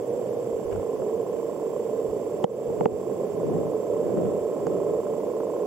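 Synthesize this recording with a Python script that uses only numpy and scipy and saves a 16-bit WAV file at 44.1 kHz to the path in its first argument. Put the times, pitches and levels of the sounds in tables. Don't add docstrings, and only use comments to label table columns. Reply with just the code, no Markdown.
import sys
import numpy as np
from scipy import signal
from scipy.io import wavfile
from scipy.ndimage import uniform_filter1d

SR = 44100
rng = np.random.default_rng(int(sys.argv[2]) if len(sys.argv) > 2 else 0)


def unload_audio(sound):
    columns = np.transpose(np.atleast_2d(sound))
    steps = np.round(np.clip(columns, -1, 1) * 32767)
    wavfile.write(sys.argv[1], SR, steps.astype(np.int16))


def linear_from_db(decibels):
    return 10 ** (np.asarray(decibels, float) / 20)


N = 249606

HISS_DB = [-57.8, -54.2]
# frequency in Hz, level in dB per Hz.
HISS_COLOUR = [(500, 2), (2500, 5), (3300, 4), (5000, 1.5), (6300, 3), (7300, 3.5), (8000, 0), (16000, -1)]

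# frequency in Hz, level in dB per Hz.
PUSH_COLOUR = [(15, -32), (30, -17), (60, -2), (90, 9), (140, -15), (250, -38)]
# frequency in Hz, level in dB per Hz.
RUMBLE_COLOUR = [(50, -52), (100, -9.5), (175, 2.1), (260, -4.5), (400, -2), (800, -15)]
# frequency in Hz, level in dB per Hz.
SCRAPE_COLOUR = [(700, 1), (1300, 10.5), (1900, 3.5), (3100, -2.5), (4500, -11.5), (9000, -8)]
# middle in seconds, half length in seconds, rumble in dB, scrape in dB.
SWEEPS = [(.45, 0.26, -72, -67), (0.726, 0.013, -36, -49), (.755, 0.0096, -40, -63),
          (0.78, 0.077, -41.5, -56), (0.993, 0.066, -47, -65), (1.75, 0.58, -53, -69),
          (2.1, 0.052, -60, -71), (2.693, 0.035, -42, -70), (2.87, 0.1, -34.5, -74), (3.2, 0.13, -43, -71),
          (3.54, 0.14, -28.5, -59), (3.965, .15, -49, -82), (4.193, 0.18, -30.5, -57.5),
          (4.735, 0.14, -36.5, -63), (4.912, 0.041, -38, -63), (5.13, 0.092, -44, -71)]
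PUSH_DB, STILL_SCRAPE_DB = -61.5, -62

# start in seconds, level in dB, left over right in dB.
BUMPS = [(0.327, -49, -12.0), (0.527, -39, 18.5), (0.652, -34, 26.0), (0.723, -30.5, 7), (0.764, -28, -24),
         (0.993, -39, 0), (1.949, -51, 6), (2.084, -36, -13), (2.34, -43, -10), (2.678, -40, 2.5),
         (2.779, -38, 8), (2.921, -34, -16), (3.419, -46, 5.5), (3.571, -37, 18.0), (4.046, -45, 7.0),
         (4.256, -55, 11.5), (4.95, -47, -2)]

# start in seconds, ring in dB, crack in dB, tick in dB.
KNOCKS = [
    (2.4412, -6, -29, -30),
    (2.8082, -9, -30, -50),
    (2.857, -6, -20, -39),
    (2.986, -50, -56, -45),
    (4.6679, -18, -26, -31.5),
]
# start in seconds, crack in dB, ring in dB.
TAPS = [(1.0199, -34.5, -28), (2.700, -54, -21.5), (3.115, -37, -29), (3.8845, -50, -42),
        (4.1717, -34, -24), (4.7648, -46, -29), (5.0666, -37, -40), (5.342, -46, -43), (5.405, -34, -40),
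        (5.5627, -41, -49)]
# start in seconds, level in dB, low note in Hz, high note in Hz.
SNAPS = [
    (.727, -46, 1850, 2600),
    (2.4413, -19.5, 1960, 3050),
    (2.8086, -33, 2250, 2800),
    (2.8568, -25.5, 2340, 2700),
    (4.6686, -43, 2300, 3000),
]
# frequency in Hz, level in dB, time to fade by 60 dB in seconds.
CRACK = [(1180, 4.7, 0.0071), (1600, -2, 0.0043)]
# frequency in Hz, level in dB, time to fade by 60 dB in seconds.
TICK = [(4570, -5, 0.0044), (6700, 0.5, 0.0037), (11000, -9, .002)]
# frequency in Hz, level in dB, time to fade by 60 dB in seconds.
THUMP = [(180.6, -1, 0.064)]
# frequency in Hz, level in dB, time to fade by 60 dB in seconds.
RING_LEFT = [(470, -4.5, 0.066), (760, -13, 0.021)]
# frequency in Hz, level in dB, time to fade by 60 dB in seconds.
RING_RIGHT = [(464, -2., 0.091), (776, 5.5, 0.011)]
TAP_TICK_DB = -22.0
THUMP_SHARE, THUMP_DB = 0.7, -7.5
SNAP_T60_S, LOW_NOTE_DB = 0.0053, -5

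PICTURES_PER_S = 30000 / 1001
RESTS = [1, 3, 9, 11, 20, 29, 35, 37, 39, 72, 74, 76, 98, 101, 103, 105, 110, 112, 156, 158, 160, 162, 164,
         167, 169]
# time in seconds, start tick in dB, settling shudder in dB.
LOAD = [(0, -37, -36), (.8, -30.5, -33.5), (1.6, -29.5, -31), (2.4, -32.5, -29.5), (2.7, -33.5, -30),
        (3.5, -30, -27), (4, -31.5, -23.5), (5., -29, -22.5), (5.3, -27, -27), (5.66, -26.5, -27.5)]
# frequency in Hz, level in dB, time to fade by 60 dB in seconds.
START_MODES = [(587, -1., .045), (850, 0.1, .013), (1048, -1., .03)]
# frequency in Hz, level in dB, time to fade by 60 dB in seconds.
SETTLE_MODES = [(586.3, 0.1, .1), (740, -12, .03), (1030, -12.5, 0.034), (1285, -14.5, .04)]
WHINE_DB = [-71.5, -53]
WHINE_HZ = 7520
CASE_EDGE_HZ = 1250

# time in seconds, level in dB, main resonance in Hz.
HUM = [(0, -28.5, 470), (.25, -26.5, 510), (.55, -29, 457), (1.15, -27.5, 437), (1.6, -29.5, 448),
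       (1.85, -28.5, 483), (2.15, -28.5, 449), (2.7, -28, 465), (3.3, -29, 439), (4.0, -27.5, 444),
       (4.4, -28, 432), (4.9, -27, 431), (5.3, -27.5, 464), (5.66, -26.5, 448)]
# frequency in Hz, level in dB per Hz.
HUM_COLOUR = [(90, -27.5), (150, -18), (190, -13), (280, -12), (400, -3.5), (452, 3.5), (520, -5),
              (600, -9), (680, -14), (875, -26.5), (1060, -26.5), (1200, -38), (1460, -47.5), (2400, -51.5)]
# time in seconds, level in dB.
DRONE = [(0, -52), (.5, -55), (.7, -68), (2.4, -56.5), (3.2, -54), (5.66, -72)]
# frequency in Hz, level in dB per Hz.
DRONE_COLOUR = [(95, -53), (112, -17), (119, 0.1), (126, -6), (150, -21)]
HUM_ALIKE, HUM_LEFT_DB = 0.86, -4.5
HUM_LIFT_DB, FULL_CONTACT_DB = 2.5, -28.5
REST_HZ = 452
SLIDE_EDGE_HZ = 450
LEFT_LAG = 3

# start in seconds, depth in dB, recovery in seconds.
GAIN_DROPS = [
    (.768, 1.5, 0.065),
    (2.4525, 16, 0.05),
    (2.8665, 10.5, 0.042),
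]
NOTCH_HZ, NOTCH_WIDTH_HZ = 4023, 730


def curve(rows):
    s, *columns = np.transpose(rows)
    return [np.interp(np.arange(N) / SR, s, column) for column in columns]


def noise(colour, alike=0.0, patchy_db=0.0, stretch=0.98):
    frames = N // 512 + 5
    hz = np.fft.rfftfreq(2048, 1 / SR)
    colour_hz, colour_db = np.transpose(colour)
    a, b, c, d, patches = rng.standard_normal((frames, 1025, 5)).T
    patches = uniform_filter1d(patches, size=8, axis=0)
    patches = uniform_filter1d(patches, size=5, axis=1)
    alike = np.clip(alike, 0, 1)
    right = a + 1j * b
    left = alike * right + np.sqrt(1 - alike ** 2) * (c + 1j * d)
    spectrum = np.array([left, right])
    slide = np.interp(np.arange(frames) * 512, np.arange(N), stretch * np.ones(N))
    slide_share = 1 / (1 + (hz[:, None] / SLIDE_EDGE_HZ) ** 10)
    source_hz = hz[:, None] / slide ** slide_share
    shape_db = np.interp(np.log(source_hz + 1), np.log(colour_hz), colour_db, left=-90, right=-90)
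    spectrum *= linear_from_db(shape_db + patchy_db * patches / patches.std())
    x = signal.istft(spectrum, nperseg=2048, noverlap=1536)[1][:, :N]
    return x / x.std()


def ring(modes, rise_s, turn=1):
    t = np.arange(4096) / SR
    lines = 0
    for k, (hz, db, t60) in enumerate(modes):
        fade = linear_from_db(db - 60 * t / t60)
        lines = lines + turn ** k * fade * np.sin(2 * np.pi * hz * t)
    return lines * (1 - np.exp(-t / rise_s))


def strike(times, sizes, sound):
    train = np.zeros(N)
    places = np.clip(np.round(times * SR).astype(int), 0, N - 1)
    np.add.at(train, places, sizes)
    return signal.oaconvolve(train, sound)[:N]


def hiss():
    return linear_from_db(np.array(HISS_DB))[:, None] * noise(HISS_COLOUR)


def sweeps():
    s, half_s, rumble_db, scrape_db = np.transpose(SWEEPS)[:, :, None]
    t = np.arange(0, N / SR, 0.002)
    swell = np.exp(-((t - s) / half_s) ** 2)
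    pressure = (linear_from_db(rumble_db) * swell).sum(0)
    friction = (linear_from_db(scrape_db) * swell).sum(0)
    return curve(np.transpose([t, pressure, friction]))


def drag():
    pressure, friction = sweeps()
    grain_db = 2.9 * uniform_filter1d(rng.standard_normal(N), size=200) * np.sqrt(200)
    push = linear_from_db(PUSH_DB) * noise(PUSH_COLOUR, alike=0.4, patchy_db=-1.0)
    balance = linear_from_db(np.array([[1.5], [-1.5]]))
    rumble = linear_from_db(1.5) * pressure * noise(RUMBLE_COLOUR, alike=0.1, patchy_db=1.5) * balance
    friction = np.hypot(friction, linear_from_db(STILL_SCRAPE_DB))
    scrape = friction * linear_from_db(grain_db) * noise(SCRAPE_COLOUR, alike=0.09)
    return push + rumble + scrape


def bumps():
    s, db, pan_db = np.transpose(BUMPS)
    swing = ring([(60, 4.1, 0.14), (93.8, 5.4, 0.2)], 0.0096)
    sign = rng.choice([-1, 1], (len(s), 2))
    left = strike(s, sign[:, 0] * linear_from_db(db + np.minimum(pan_db, 0)), swing)
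    right = strike(s, sign[:, 1] * linear_from_db(db + np.minimum(-pan_db, 0)), swing)
    return np.array([left, right])


def knocks():
    taps = [(s, ring_db, db, db + TAP_TICK_DB) for s, db, ring_db in TAPS]
    s, ring_db, crack_db, tick_db = np.transpose(list(KNOCKS) + taps)
    crack = strike(s + 0.0005, linear_from_db(crack_db), ring(CRACK, 0.0002, turn=-1))
    crack += strike(s + 0.0005, linear_from_db(tick_db), ring(TICK, 0.0002, turn=-1))
    for at, db, low_hz, high_hz in SNAPS:
        notes = [(low_hz, db + LOW_NOTE_DB, SNAP_T60_S), (high_hz, db, SNAP_T60_S)]
        crack += strike(np.array(at + 0.0005 - 0.0005), 1, ring(notes, 0.0002))
    left = strike(s + 0.0003, linear_from_db(ring_db), ring(RING_LEFT, 0.0003))
    right = strike(s + 0.0017, linear_from_db(ring_db), ring(RING_RIGHT, 0.0007))
    thump = strike(s + 0.0004, linear_from_db(THUMP_SHARE * ring_db + THUMP_DB), ring(THUMP, 0.0012))
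    return np.array([0.9 * crack - left + thump, crack - right + 0.4 * thump])


def focus_motor():
    picture = np.arange(int(N / SR * PICTURES_PER_S) + 2)
    chance = rng.standard_normal((len(picture), 4))
    back = picture % 2 == 0
    start = picture / PICTURES_PER_S - 0.0078 + 0.0022 * back
    moves = 1 - np.isin(picture, RESTS)

    s, start_db, settle_db = np.transpose(LOAD)
    tick_at = start + 0.0008 + 0.00012 * chance[:, 0]
    tick_size = linear_from_db(np.interp(start, s, start_db) + 1.3 * chance[:, 1])
    ticks = strike(tick_at, tick_size, ring(START_MODES, 0.0008, turn=-1))
    settle_at = start + 0.0162 - 0.0048 * back + 0.0001 * chance[:, 2]
    settle_size = linear_from_db(np.interp(start, s, settle_db) + 1.5 * chance[:, 1])
    ticks += strike(settle_at, settle_size, ring(SETTLE_MODES, 0.004))
    ticks = signal.sosfilt(signal.butter(6, CASE_EDGE_HZ, fs=SR, output="sos"), ticks)

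    turning = np.cumsum(strike(start, moves, [1]) - strike(start + 0.0232, moves, [1]))
    turning = uniform_filter1d(turning, size=60)
    step = np.clip(np.searchsorted(start, np.arange(N) / SR) - 1, 0, None)
    wobble_hz = 277.0 * uniform_filter1d(rng.standard_normal(N), size=300)
    hz = WHINE_HZ + 5.8 * chance[step, 3] + wobble_hz
    whine = np.sqrt(2) * turning * np.sin(2 * np.pi * np.cumsum(hz) / SR)
    coil = signal.lfilter(*signal.iirpeak(6295, 90, SR), rng.standard_normal(N))
    high = linear_from_db(np.array(WHINE_DB))[:, None] * whine + linear_from_db(-61.0) * coil
    low = np.array([linear_from_db(-4.0) * np.roll(ticks, LEFT_LAG), ticks])
    return low + high * [[-1], [1]]


def hum():
    drone = linear_from_db(curve(DRONE)[0] + 6.0) * noise(DRONE_COLOUR, alike=0.94)
    pressure = sweeps()[0]
    contact = np.sqrt(np.minimum(pressure / linear_from_db(FULL_CONTACT_DB), 1))
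    level_db, hz = curve(HUM)
    left, right = noise(HUM_COLOUR, alike=HUM_ALIKE, patchy_db=-0.8, stretch=hz / REST_HZ)
    ports = np.array([linear_from_db(HUM_LEFT_DB) * np.roll(left, LEFT_LAG), right])
    return drone + linear_from_db(level_db + HUM_LIFT_DB * contact + 2.0) * ports


def scene():
    return hiss() + drag() + bumps() + knocks() + focus_motor() + hum()


def top_cut(x):
    return signal.sosfilt(signal.butter(12, 15750, fs=SR, output="sos"), x)


def record(dry):
    t = np.arange(N) / SR
    drop_db = np.zeros(N)
    for s, depth_db, recovery_s in GAIN_DROPS:
        since = np.maximum(t - s, 0)
        drop_db += depth_db * (t > s) * np.exp(-(since / recovery_s) ** 0.7)
    notched = signal.lfilter(*signal.iirnotch(NOTCH_HZ, NOTCH_HZ / NOTCH_WIDTH_HZ, SR), dry)
    gain = linear_from_db(-uniform_filter1d(drop_db, size=400))
    mix = (0.72 * notched + 0.22 * dry) * gain
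    return top_cut(mix)


dry = scene()
out = record(dry)
unload_audio(out)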